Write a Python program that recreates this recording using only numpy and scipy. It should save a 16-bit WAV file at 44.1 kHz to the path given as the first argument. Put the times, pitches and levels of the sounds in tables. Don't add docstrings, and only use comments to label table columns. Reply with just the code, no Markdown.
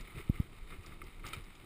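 import sys
import numpy as np
from scipy import signal
from scipy.fft import rfft, irfft, next_fast_len
from scipy.io import wavfile

SR = 44100
rng = np.random.default_rng(int(sys.argv[2]) if len(sys.argv) > 2 else 0)


def wrap_up_sound(samples):
    columns = np.atleast_2d(samples).T
    tamed = np.clip(columns, -1, 1)
    steps = np.round(tamed * 32767).astype(np.int16)
    wavfile.write(sys.argv[1], SR, steps)


N = 72765
TIME = np.arange(N) / SR

# f/Hz, level/dB, t60/s
MOUNT_MODES = [(1177, -3.5, 0.041), (1304, 1, 0.025), (2150, -0.5, 0.034), (2270, -8.5, 0.017),
               (2420, -1, 0.013), (3740, -19, 0.035), (8160, -17.5, 0.034), (9840, -8, 0.032),
               (10740, -12.5, 0.039), (13500, -8.5, 0.019), (15200, -17, 0.023)]


def tyres(grains_per_s=1300, grain_spread_db=5, grit_db=-2, flutter_db=2.3, mount_db=-6):
    # t/s, level/dB
    surges = [(0, -54.5), (.03, -61.5), (.07, -61), (.11, -59.5), (.14, -60.5), (.17, -56), (.208, -54.5),
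              (.228, -61), (.27, -62.5), (.32, -63), (.36, -57), (.41, -58), (.44, -62), (.51, -70),
              (.535, -62.5), (.66, -66.5), (.70, -59), (.732, -57), (.78, -65.5), (.83, -63.5),
              (.87, -59.5), (.925, -60), (1.0, -65.5), (1.08, -61.5), (1.18, -65.5), (1.235, -64.5),
              (1.26, -47), (1.29, -55.5), (1.32, -56.5), (1.36, -54.5), (1.39, -59.5), (1.425, -63.5),
              (1.6, -63.5), (1.65, -62.5)]
    # f/Hz, level/dB
    spectrum = [(250, -2), (380, 1.5), (520, -8), (800, -6), (1030, -4.5), (1250, 1.5), (1620, -7),
                (2120, 2.5), (2500, -0.5), (2780, -6), (3000, -3), (3350, -10.5), (3700, -2.5),
                (4300, -15.5), (5200, -17.5), (5750, -34), (6100, -36), (6800, -19), (7400, -24),
                (8350, -11), (8800, -17.5), (9850, -10.5), (10300, -26), (10700, -26.5), (11300, -25.5),
                (12700, -25.5), (13300, -29), (13650, -19), (14200, -14.5), (15200, -16)]
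    swell = level(surges)
    grain_db = grain_spread_db * np.minimum(rng.exponential(1, N), 4)
    grains = from_db(grain_db) * rng.choice([-1, 1], N)
    grit = rms_one(grains * (rng.random(N) < grains_per_s / SR))
    rush = rng.standard_normal(N) * from_db(flutter_db * drift(rate_hz=59))
    ground = colour(swell * (rush + from_db(grit_db) * grit), spectrum)
    mount_ring = rms_one(strike(rng.standard_normal(N), MOUNT_MODES))
    return ground + from_db(mount_db) * swell * mount_ring


def tread_scuffs():
    # t/s, level/dB, length/s
    scuffs = [(0.072, -50.5, 0.013), (0.101, -54.5, 0.017), (0.198, -53, 0.028), (0.355, -52.5, 0.013)]
    # f/Hz, level/dB
    spectrum = [(1000, -17), (1700, -11), (2130, 11.5), (2600, -15), (3700, -14), (6000, -37), (8500, -22),
                (9850, -9.5), (11500, -33), (14200, -10.5)]
    envelope = sum(from_db(db) * lobe(s, length_s) for s, db, length_s in scuffs)
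    return envelope * noise(spectrum)


def grit_and_chain_ticks(decay_s=0.003, tail_s=0.011, tail_db=-15, gain_db=-4.5):
    # t/s, relative level/dB
    ticks = [(0.01, -46), (0.203, -54), (.423, -60), (.833, -54), (0.8625, -45.5), (1.04, -52),
             (1.266, -39.5), (1.276, -51), (1.2862, -44.5), (1.335, -43.5), (1.34, -49), (1.347, -52),
             (1.441, -55), (1.553, -52)]
    # f/Hz, level/dB
    spectrum = [(400, -0.5), (1500, -3.5), (2400, 1), (3700, 0), (4300, -3.5), (5000, 2), (6050, -10),
                (7000, 0), (7700, -8), (9600, -10), (12000, -44), (14500, -10.5)]
    envelope = sum(from_db(db) * (fade(s, decay_s) + from_db(tail_db) * fade(s, tail_s))
                   for s, db in ticks)
    return from_db(gain_db) * colour(envelope * rng.standard_normal(N), spectrum)


def chain_slaps():
    # t/s, relative level/dB, brightness/Hz, chatter decay/s
    slaps = [(1.3328, -34.5, 11000, 0.0011), (1.3445, -50, 9000, .005)]
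    # f/Hz, level/dB, t60/s
    frame_modes = [(1311, 2.5, 0.052), (1999, -8.5, 0.059), (2385, 2.5, 0.047), (3030, -3, 0.045),
                   (3110, -0.5, 0.029), (3750, -1.5, 0.032), (4280, -7, 0.0235), (8400, -6, 0.028),
                   (8850, -15, .025), (9130, -7, 0.042), (10660, -10, 0.048), (12860, -12, 0.028),
                   (14200, -16, .02), (14400, -2, .02)]
    return strike(blows(slaps), frame_modes)


def mount_knocks():
    # t/s, relative level/dB, brightness/Hz, chatter decay/s
    knocks = [(.0765, -48, 9000, 0.0032), (.723, -40.5, 5000, .012), (.845, -43, 700, 0.014),
              (.922, -38, 700, .012), (1.017, -35.5, 6040, 0.0038), (1.0215, -45, 6000, 0.0032),
              (1.195, -46.5, 5160, 0.0033), (1.2412, -29, 700, 0.0061), (1.249, -33, 900, .004)]
    return strike(blows(knocks), MOUNT_MODES)


def case_thumps(roundness=1.87, highpass_hz=42.6, highpass_q=0.72, buzz_hz=11940, buzz_db=-34):
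    # t/s, push level/dB, direction/sign, push length/s
    bumps = [(0.2965, -13.0, 1, 0.0045), (0.3994, -16, -1, 0.00548)]
    push, clicks = np.zeros(N), np.zeros(N)
    for s, db, direction, push_s in bumps:
        push += direction * from_db(db) * lobe(s, push_s) ** roundness
        clicks += from_db(db + buzz_db) * click(s)
    buzz_band = signal.butter(2, [buzz_hz - 400, buzz_hz + 400], "band", fs=SR, output="sos")
    buzz = signal.sosfilt(buzz_band, ring(clicks, buzz_hz, t60=0.025))
    w = 2 * np.pi * highpass_hz
    mic_highpass = signal.bilinear([1, 0, 0], [1, w / highpass_q, w * w], SR)
    return signal.lfilter(*mic_highpass, push) + buzz


def wind(waver_db=0.6, air_db=-65):
    # t/s, level/dB
    gusts = [(0, -39), (.07, -52.5), (.25, -53), (.34, -47), (.45, -52), (.57, -52.5), (.635, -53),
             (.68, -51), (.72, -47.5), (.79, -49), (.85, -58), (.91, -43), (.99, -50), (1.07, -47),
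             (1.13, -53), (1.21, -47), (1.28, -57), (1.33, -52.5), (1.44, -50.5), (1.6, -57), (1.65, -68)]
    # f/Hz, level/dB
    gust_spectrum = [(10, -7.5), (20, 1.5), (30, 5.5), (48, -11), (80, -22.5), (200, -18.5), (800, -64)]
    air_spectrum = [(200, -1.5), (350, 4), (520, -5.5), (900, -3.5), (1250, -2), (1650, -16.5),
                    (2200, -13.5), (4000, -13.5), (5200, -19), (6000, -27), (7000, -19.5), (9000, -19.5),
                    (12000, -31.5), (15000, -35)]
    waver = from_db(-waver_db * drift(rate_hz=5.8))
    buffeting = level(gusts) * waver * noise(gust_spectrum)
    return buffeting + from_db(air_db) * noise(air_spectrum)


def mount_rumble():
    # t/s, level/dB
    shudder = [(0, -56.5), (.135, -63), (.155, -52), (.205, -44.5), (.225, -63.5), (.34, -54.5), (.38, -53),
               (.44, -56.5), (.54, -59), (.58, -62), (.69, -61), (.73, -47.5), (.765, -58.5), (.83, -60.5),
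               (.92, -55), (.99, -59.5), (1.04, -52), (1.13, -64.5), (1.25, -53.5), (1.345, -57.5),
               (1.38, -46), (1.42, -60.5), (1.6, -67), (1.65, -49.5)]
    # f/Hz, level/dB
    spectrum = [(35, -14.5), (75, 4), (135, -2.5), (230, -16.5), (340, -6.5), (480, -15.5), (900, -40.5),
                (2000, -60)]
    # t/s, level/dB, f/Hz, t60/s
    jolts = [(.148, -37.5, 121, 0.063), (.168, -37, 148, 0.073), (0.62, -38, 37.5, 0.12),
             (0.729, -41, 100, 0.085), (.787, -41.5, 89.3, .12), (1.367, -39.5, 128, 0.044)]
    wobble = sum(from_db(db) * ring(click(s), hz, t60) for s, db, hz, t60 in jolts)
    return wobble + level(shudder) * noise(spectrum)


def blows(rows, touches_per_s=2000, chatter_db=-11.5):
    force = np.zeros(N)
    for s, db, bright_hz, decay_s in rows:
        touches = (rng.random(N) < touches_per_s / SR) * rng.choice([-1, 1], N)
        contact = click(s) + from_db(chatter_db) * touches * fade(s, decay_s)
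        softness = np.exp(-2 * np.pi * bright_hz / SR)
        force += from_db(db) * signal.lfilter([1 - softness], [1, -softness], contact) / 2
    return force


def strike(force, modes):
    return sum((-1) ** k * from_db(db) * ring(force, hz, t60) for k, (hz, db, t60) in enumerate(modes))


def ring(force, hz, t60):
    r = from_db(-60 / (t60 * SR))
    w = 2 * np.pi * hz / SR
    return signal.lfilter([0, np.sin(w)], [1, -2 * r * np.cos(w), r * r], force + 1e-18)


def colour(x, spectrum):
    size = next_fast_len(N + SR // 2, real=True) * 2
    hz, db = np.transpose(sorted(spectrum))
    bin_hz = np.arange(size // 2 + 1) * SR / size
    gain = rms_one(from_db(np.interp(np.log(bin_hz + 1), np.log(hz), db)))
    cepstrum = irfft(np.log(gain))
    cepstrum[1:size // 2] *= 2
    cepstrum[size // 2 + 1:] = 0
    return irfft(rfft(x, size) * np.exp(rfft(cepstrum)))[:N]


def noise(spectrum):
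    return rms_one(colour(rng.standard_normal(N), spectrum))


def drift(rate_hz):
    r = np.exp(-2 * np.pi * rate_hz / SR)
    wander = signal.lfilter([1], [1, -2 * r, r * r], rng.standard_normal(N + SR))
    return rms_one(wander)[SR:]


def level(rows):
    return from_db(np.interp(TIME, *np.transpose(rows)))


def click(s):
    return 1.0 * (np.arange(N) == int(s * SR))


def fade(s, decay_s):
    return (TIME >= s) * np.exp(-np.abs(TIME - s) / decay_s)


def lobe(s, length_s):
    return np.sin(np.pi * np.clip((TIME - s) / length_s, 0, 1))


def from_db(db):
    return 10 ** (np.asarray(db) / 20)


def rms_one(x):
    return x / np.sqrt(np.mean(x ** 2) + 1e-20)


def scene():
    rolling = tyres() + tread_scuffs()
    clatter = mount_knocks() + chain_slaps() + grit_and_chain_ticks()
    return (rolling + clatter + case_thumps() + wind() + mount_rumble())[None]


def record(dry, cutoff_hz=15200):
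    return signal.sosfilt(signal.ellip(10, .3, 70, cutoff_hz, fs=SR, output="sos"), dry)


dry = scene()
out = record(dry)
wrap_up_sound(out)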